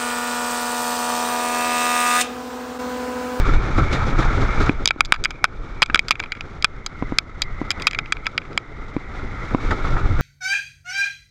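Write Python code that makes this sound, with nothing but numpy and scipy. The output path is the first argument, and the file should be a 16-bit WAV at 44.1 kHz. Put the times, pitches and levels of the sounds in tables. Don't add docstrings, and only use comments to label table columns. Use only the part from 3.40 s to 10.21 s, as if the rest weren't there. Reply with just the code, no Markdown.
import sys
import numpy as np
from scipy import signal
from scipy.fft import rfft, irfft
from scipy.io import wavfile
from scipy.ndimage import uniform_filter1d

SR = 44100
rng = np.random.default_rng(int(sys.argv[2]) if len(sys.argv) > 2 else 0)


def bounce(signal):
    frames = np.transpose(np.atleast_2d(signal))
    limited = np.clip(frames, -1, 1)
    pcm = np.round(limited * 32767).astype(np.int16)
    wavfile.write(sys.argv[1], SR, pcm)


def level_to_linear(level):
    exponent = np.asarray(level, float) / 20
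    return 10 ** exponent


N = 300321

# t/s, level/dB, flatness/dB, hardness/dB, rattle/dB
HARD_BLOWS = [(1.4566, -14.5, -4.5, 5.5, -44), (1.5071, -9, -4, -18.5, -22), (1.6063, -4, 0, -9, -27),
              (1.8482, -22, -2, 4.5, -22), (1.8554, -11, -3.5, -21, -16), (1.906, -28, 0, -4, 0),
              (2.0417, -4, 0.4, -12.5, -22), (2.4201, -7.5, -1, -4, -13.5), (4.588, -14.5, -5.5, -11, -11),
              (4.9782, -13.5, -5.5, -7.5, -12), (2.592, -5.5, -37, -12, -26), (2.7082, -7, -1.5, -5, -24),
              (2.92, -18.5, -6.5, -9, -9), (3.2444, -5.5, -1.5, -4.5, -25), (3.4625, -28.5, 1.5, 8, -4),
              (3.7852, -9, -6.5, 1.5, -28), (4.0187, -17.5, -7.5, 3.5, -5.5), (4.305, -17, -3, 2.5, -9),
              (4.469, -7.5, -4, -3.5, -4.5), (4.7226, -12.5, -1.5, -7.5, -8), (4.8667, -15, -4, -8.5, -8),
              (5.176, -12, -3.5, -7, -31)]
# t/s, level/dB, flatness/dB, hardness/dB
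BOUNCES = [(1.2939, -16, 0, -31), (1.738, -20.5, 2, -12), (1.742, -20, 2, -10), (1.746, -27, 1.2, -16),
           (1.7508, -32, 5, -10), (1.8392, -26, 0, 6.5), (2.433, -17.5, 5, 3), (2.46, -26, -12, -7),
           (2.5565, -7, 3.5, -11), (2.7142, -10.5, -26, -11), (2.7546, -26, -18, -22),
           (2.795, -24, -20, -21), (2.7999, -20, -1.5, -7.5), (2.8594, -35, 3, -24), (2.937, -48, 6, -17),
           (3.224, -27, -19, 3.5), (3.2492, -12, -3, -8.5), (4.5104, -26, -15, -5),
           (4.532, -22.5, -10, -14), (4.7683, -29, -3, -21), (5.052, -40, -4, -21), (5.13, -42, 0, -5),
           (5.45, -58, -3, -7), (5.565, -31.5, -7, -26), (6.147, -35, 14, -24), (3.008, -23.5, -8, -11)]
# t/s, level/dB, flatness/dB, hardness/dB
TICKS = [(1.6554, -41, 3, 12.5), (1.76, -33, 6.5, -9), (2.0502, -15.5, 1.5, -12), (2.4985, -22.5, 4.5, -23),
         (2.683, -26.5, -1, 4.5), (2.69, -36, 3, 4), (2.721, -18, -26, -18), (2.8264, -30, -11, -25),
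         (2.837, -24, -3, -17), (2.9508, -37, -1, -14), (4.0354, -42.5, 0, 2), (4.3133, -21, -14, -1),
         (4.3978, -31, -17, -9), (4.421, -27.5, -11, 1.2), (4.4761, -12, -9, -9), (4.547, -19, -25, -18),
         (4.658, -32, -14, -17), (4.846, -52, -1.2, 2.2), (4.857, -26, -9, -24), (5.0172, -34.5, 0, -25),
         (6.312, -40, 11, -2)]
# t/s, level/dB, flatness/dB, hardness/dB, rattle/dB
RIM_BLOWS = [
    (1.4752, -18.5, -13, 7, -43),
    (1.486, -26.5, -16, 2, -10),
    (1.649, -34, -10, 3, -20),
    (1.722, -7, 5, -6.5, -27),
    (2.427, -3.5, -8, -12.5, -11),
    (2.545, -6.5, 2.5, -11, -26),
    (2.575, -24, -2.2, -18, -26),
    (2.9697, -42, 0, -14, -11),
]
# f/Hz, level/dB, t60/s
CASE_GROUPS = [
    [(1323, -2.5, 0.025), (1482, -4, 0.014), (1080, -36, 0.002), (1660, -16.5, 0.0075)],
    [(2385, 9.5, 0.012), (2280, -1.5, 0.033), (1690, -22, 0.0048)],
    [(3353, 4, 0.0084), (3830, -2.5, 0.016), (2720, -21, 0.014)],
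    [(4950, 6.5, 0.0078), (5440, -6, 0.0017), (6070, 0, 0.0014), (6880, -5, 0.0045), (10680, -15, 0.0011),
     (11700, -20, 0.00185)],
]
# t/s, peak level/dB, ring f/Hz, edge level/dB
SEAT_KNOCKS = [
    (1.292, -3.5, 273, -10.5),
    (1.559, -26, 310, -5),
    (2.496, -20.5, 263, -15),
    (3.622, -13.5, 277, 0.5),
    (3.72, -13, 284, -6),
    (4.213, -14.5, 302, -2.5),
    (5.563, -10.5, 290, -9.5),
    (6.145, -6.5, 285, -0.5),
]
# t/s, level/dB
AIRFLOW = [(0, -10.5), (.3, -17.5), (.5, -18.5), (1.29, -14.5), (1.36, -25), (1.43, -29), (1.48, -33),
           (2.05, -38.5), (2.2, -28), (3.0, -38.5), (3.5, -33), (3.68, -26.5), (3.85, -35), (4.3, -25),
           (4.8, -36.5), (5.3, -36.5), (6.05, -27), (6.81, -13)]
# t/s, level over the airflow/dB, half
# length/s
GUSTS = [(0.117, 2.5, 0.042), (.32, -7, 0.026), (0.412, 10, 0.043), (.62, 6, 0.019), (0.687, -6, 0.036),
         (0.803, -3.5, 0.068), (1.135, -14, 0.022), (1.656, 8, .03), (1.806, 14, 0.031),
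         (3.212, 5.5, 0.042), (3.27, -6, 0.034), (5.234, -10, 0.034), (6.137, 4.5, 0.032),
         (6.198, -10, 0.029), (6.283, 7.5, 0.033), (6.545, 7, 0.034), (6.68, -15, 0.016), (6.721, 1, .015),
         (6.793, 0.5, .015), (5.952, 4.5, 0.054)]
# f/Hz, level per Hz/dB
BUFFET_COLOUR = [(8, -3), (15, 11.5), (36, 3), (70, -4), (130, -8.5), (200, -24.5), (400, -35),
                 (3000, -70.5)]
# t/s, peak level/dB, length/s, hiss share/dB
WIND_SLAPS = [(0.053, -20, 0.026, -8), (0.136, -12, 0.0087, -14), (0.379, -6.5, 0.013, -19),
              (0.525, -13.5, 0.024, -6.5), (0.59, -38, 0.0089, -10), (0.636, -28, 0.0094, -25),
              (0.789, -21, 0.01, -3), (0.973, -33, 0.019, -15), (1.201, -16.5, 0.016, -6.5),
              (1.259, -19, 0.013, -8), (5.747, -22, 0.0056, -26), (6.108, -16, 0.0063, -38),
              (6.308, -5, 0.0088, -19.5), (6.44, -19, 0.015, -19), (6.563, -12.5, 0.012, -24),
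              (6.653, -18.5, 0.011, -29), (6.79, -14, 0.021, -20)]
# t/s, level/dB
WHEEL_LOAD = [(0, -27), (.45, -31), (.52, -27), (1.29, -26), (1.35, -34.5), (1.43, -36), (1.48, -43.5),
              (2.05, -43.5), (2.4, -39.5), (3.03, -45.5), (3.12, -40), (3.42, -47.5), (3.7, -38),
              (3.85, -45), (4.42, -35), (4.58, -44), (5.35, -43), (6.35, -31.5)]
# f/Hz, width/Hz, level/dB
ROAR_RESONANCES = [(1336, 330, -0.5), (2285, 420, -14.5), (860, 450, -7), (1774, 790, -8)]
# f/Hz, level per Hz/dB
RUMBLE_COLOUR = [(60, 2), (130, 3), (190, -2), (265, -1.5), (400, -2.5), (620, -11), (900, -21.5),
                 (1500, -34.5), (4000, -61)]
# f/Hz, level per Hz/dB
HISS_COLOUR = [(1800, 0.5), (2700, -4.5), (3100, -4.5), (3600, 1), (4400, -7.5), (6000, -10), (7500, -16.5),
               (8600, -27), (9000, -25.5), (10200, -32.5), (11100, -28.5), (12800, -36), (14200, -48),
               (16000, -71.5)]
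# t/s, pitch f/Hz, pressure level/dB
FLANGE_RUB = [(0, 2246, -39), (1.2, 2223, -38.5), (1.55, 2225, -53), (2.6, 2243, -52.5), (3.35, 2073, -51),
              (3.7, 2063, -41), (3.83, 2090, -54), (4.0, 2040, -47), (4.451, 2080, -37), (4.7, 2113, -47),
              (5.25, 2067, -51.5), (5.75, 2079, -42.5), (6.81, 2152, -44)]


def unit(x):
    return x / np.sqrt(np.mean(x ** 2))


def walk(rate):
    hold = max(int(SR / rate), 1)
    steps = np.repeat(rng.standard_normal(N // hold + 1), hold)
    smooth = uniform_filter1d(uniform_filter1d(steps, hold), hold)
    return unit(smooth[:N])


def colour(x, table):
    hz, db = np.transpose(table)
    f = np.maximum(np.arange(len(x) // 2 + 1) * SR / len(x), 1)
    gain = level_to_linear(np.interp(np.log(f), np.log(hz), db, left=-90, right=-140))
    return unit(irfft(rfft(x) * gain, len(x)))


def ring(x, hz, t60):
    pole = np.exp(2j * np.pi * hz / SR - np.log(1000) / (t60 * SR))
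    return signal.lfilter([1], [1, -pole], x).imag


def add(out, s, sound):
    i = int(s * SR)
    out[i:i + len(sound)] += sound[:N - i]


def grit(rate, spread_db):
    return rng.standard_normal(N) * level_to_linear(spread_db * walk(rate))


def strike_group(group, contact):
    chatter = rng.standard_normal(len(contact)) * contact
    grip_level, grip_pitch = rng.standard_normal((2, len(group)))
    sound = 0
    for k, (hz, db, t60) in enumerate(group):
        soft_start = ring(chatter, hz, 0.0012)
        mode = ring(soft_start, hz * (1 + 0.015 * grip_pitch[k]), t60)
        sound = sound + level_to_linear(db + 3.0 * grip_level[k]) * unit(mode)
    return sound / np.sqrt(np.mean(sound[:170] ** 2))


def clacks():
    out, t = np.zeros(N), np.arange(1400) / SR
    blows = [(*b, 0) for b in HARD_BLOWS]
    blows += [(*b, -22, 0) for b in BOUNCES]
    blows += [(*b, -6, 0) for b in TICKS]
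    blows += [(*b, 7) for b in RIM_BLOWS]
    rattle_loss_db = np.array([[0], [0], [0], [-6]])
    for s, blow_db, flat_db, hard_db, rattle_db, rim_db in blows:
        upper_db = -2.5 + 0.54 * hard_db + rim_db
        levels_db = blow_db + np.array([flat_db, 0, upper_db, hard_db])
        first_contact = np.exp(-(t / 0.0013) ** 2)
        rattle = level_to_linear(rattle_db + rattle_loss_db) * np.exp(-(t / 0.0062) ** 2)
        contacts = (first_contact + rattle) * (1 - np.exp(-t / 0.00008))
        for group, level_db, contact in zip(CASE_GROUPS, levels_db, contacts):
            add(out, s + 0.0001, strike_group(group, contact) * level_to_linear(level_db - 1.5))
    out = signal.sosfilt(signal.butter(2, 850, "high", fs=SR, output="sos"), out)
    out = signal.sosfilt(signal.butter(1, 11000, fs=SR, output="sos"), out)
    thud_band = signal.butter(1, [150, 800], "band", fs=SR, output="sos")
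    thud = signal.sosfilt(thud_band, np.minimum(out ** 2, 1))
    return out - 0.24 * thud


def knocks():
    out, t = np.zeros(N), np.arange(3000) / SR
    edge = 0
    for hz, gain, decay_s in [(455, 1.0, 0.0013), (737, 0.62, 0.0016), (975, 0.3, 0.004), (2145, 0.12, 0.0039)]:
        edge = edge + gain * np.exp(-t / decay_s) * np.sin(2 * np.pi * hz * t)
    onset = 1 - np.exp(-t / 0.00027)
    for s, db, hz, edge_db in SEAT_KNOCKS:
        body = np.exp(-t / 0.0043) * np.sin(2 * np.pi * hz * t)
        add(out, s + 0.00255, -level_to_linear(db + 3.0) * onset * (body + level_to_linear(edge_db) * edge))
    return out


def airflow_level(t):
    wind_db = np.interp(t, *np.transpose(AIRFLOW)) + 2 * walk(14)
    for s, db, half in GUSTS:
        wind_db += db * np.exp(-((t - s) / half) ** 2)
    return wind_db


def wind_buffet(wind_db):
    return colour(grit(30, 0.72), BUFFET_COLOUR) * level_to_linear(wind_db)


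def slaps():
    out, t = np.zeros((2, N)), np.arange(5000) / SR
    for s, db, length, hiss_db in WIND_SLAPS:
        bump = level_to_linear(db - 8.5) * (t / length) ** 0.29 * np.exp(-t / length)
        add(out[0], s, bump)
        add(out[1], s, bump * level_to_linear(hiss_db))
    return out


def wheel_roar(eddy):
    roar = 0
    for hz, width, db in ROAR_RESONANCES:
        t60 = np.log(1000) / np.pi / width
        once = ring(grit(150, 2.4) * level_to_linear(0.51 * eddy), hz, t60)
        roar = roar + level_to_linear(db) * unit(ring(once, hz, t60))
    return unit(roar)


def shaken_case(roar_db, eddy):
    load = roar_db + 35
    rumble_db = -36.5 + 0.87 * load
    hiss_db = -51.5 + 1.035 * load
    rumble = colour(grit(70, 2.6) * level_to_linear(2.1 * eddy), RUMBLE_COLOUR)
    roar = wheel_roar(eddy)
    hiss = colour(grit(200, 1.2) * level_to_linear(1.5 * eddy), HISS_COLOUR)
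    steady = roar * level_to_linear(roar_db - 1.17) + rumble * level_to_linear(rumble_db + 2.5) + hiss * level_to_linear(hiss_db + 2.5)
    slap_body, slap_hiss = slaps()
    return steady + slap_body * (roar + 0.91 * rumble) + slap_hiss * hiss


def sway(hz, width):
    phase = 2 * np.pi * np.cumsum(hz) / SR
    return unit(walk(width) * np.sin(phase) + walk(width) * np.cos(phase))


def flange_whine(t):
    s, pitch, pressure = np.transpose(FLANGE_RUB)
    hz = np.interp(t, s, pitch) * (1 + 0.015 * walk(9))
    tone = sway(hz, 420)
    db = np.interp(t, s, pressure) - 1.0 + 1.6 * walk(55) + 2.2 * walk(11)
    return tone * level_to_linear(db)


def scene():
    t = np.arange(N) / SR
    hits = clacks() + knocks()
    wind_db = airflow_level(t)
    roar_db = np.interp(t, *np.transpose(WHEEL_LOAD)) + 0.97 * walk(12)
    eddy = walk(45)
    ride = wind_buffet(wind_db) + shaken_case(roar_db, eddy) + flange_whine(t)
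    held = signal.lfilter([1 / (0.016 * SR)], [1, 1 / (0.024 * SR) - 1], hits ** 2)
    late = np.roll(held, int(0.0029 * SR))
    mix = ride / np.sqrt(1 + held / 0.018) + hits / np.sqrt(1 + late / 0.038)
    return mix[None]


def roll_off(x):
    return signal.sosfilt(signal.butter(12, 16400, fs=SR, output="sos"), x)


def record(dry):
    full_scale, knee = 0.95, 10.0
    clipped = dry / (1 + np.abs(dry / full_scale) ** knee) ** (1 / knee)
    finished = signal.sosfilt(signal.butter(2, 12000, fs=SR, output="sos"), clipped)
    return roll_off(finished)


dry = scene()
out = record(dry)
bounce(out)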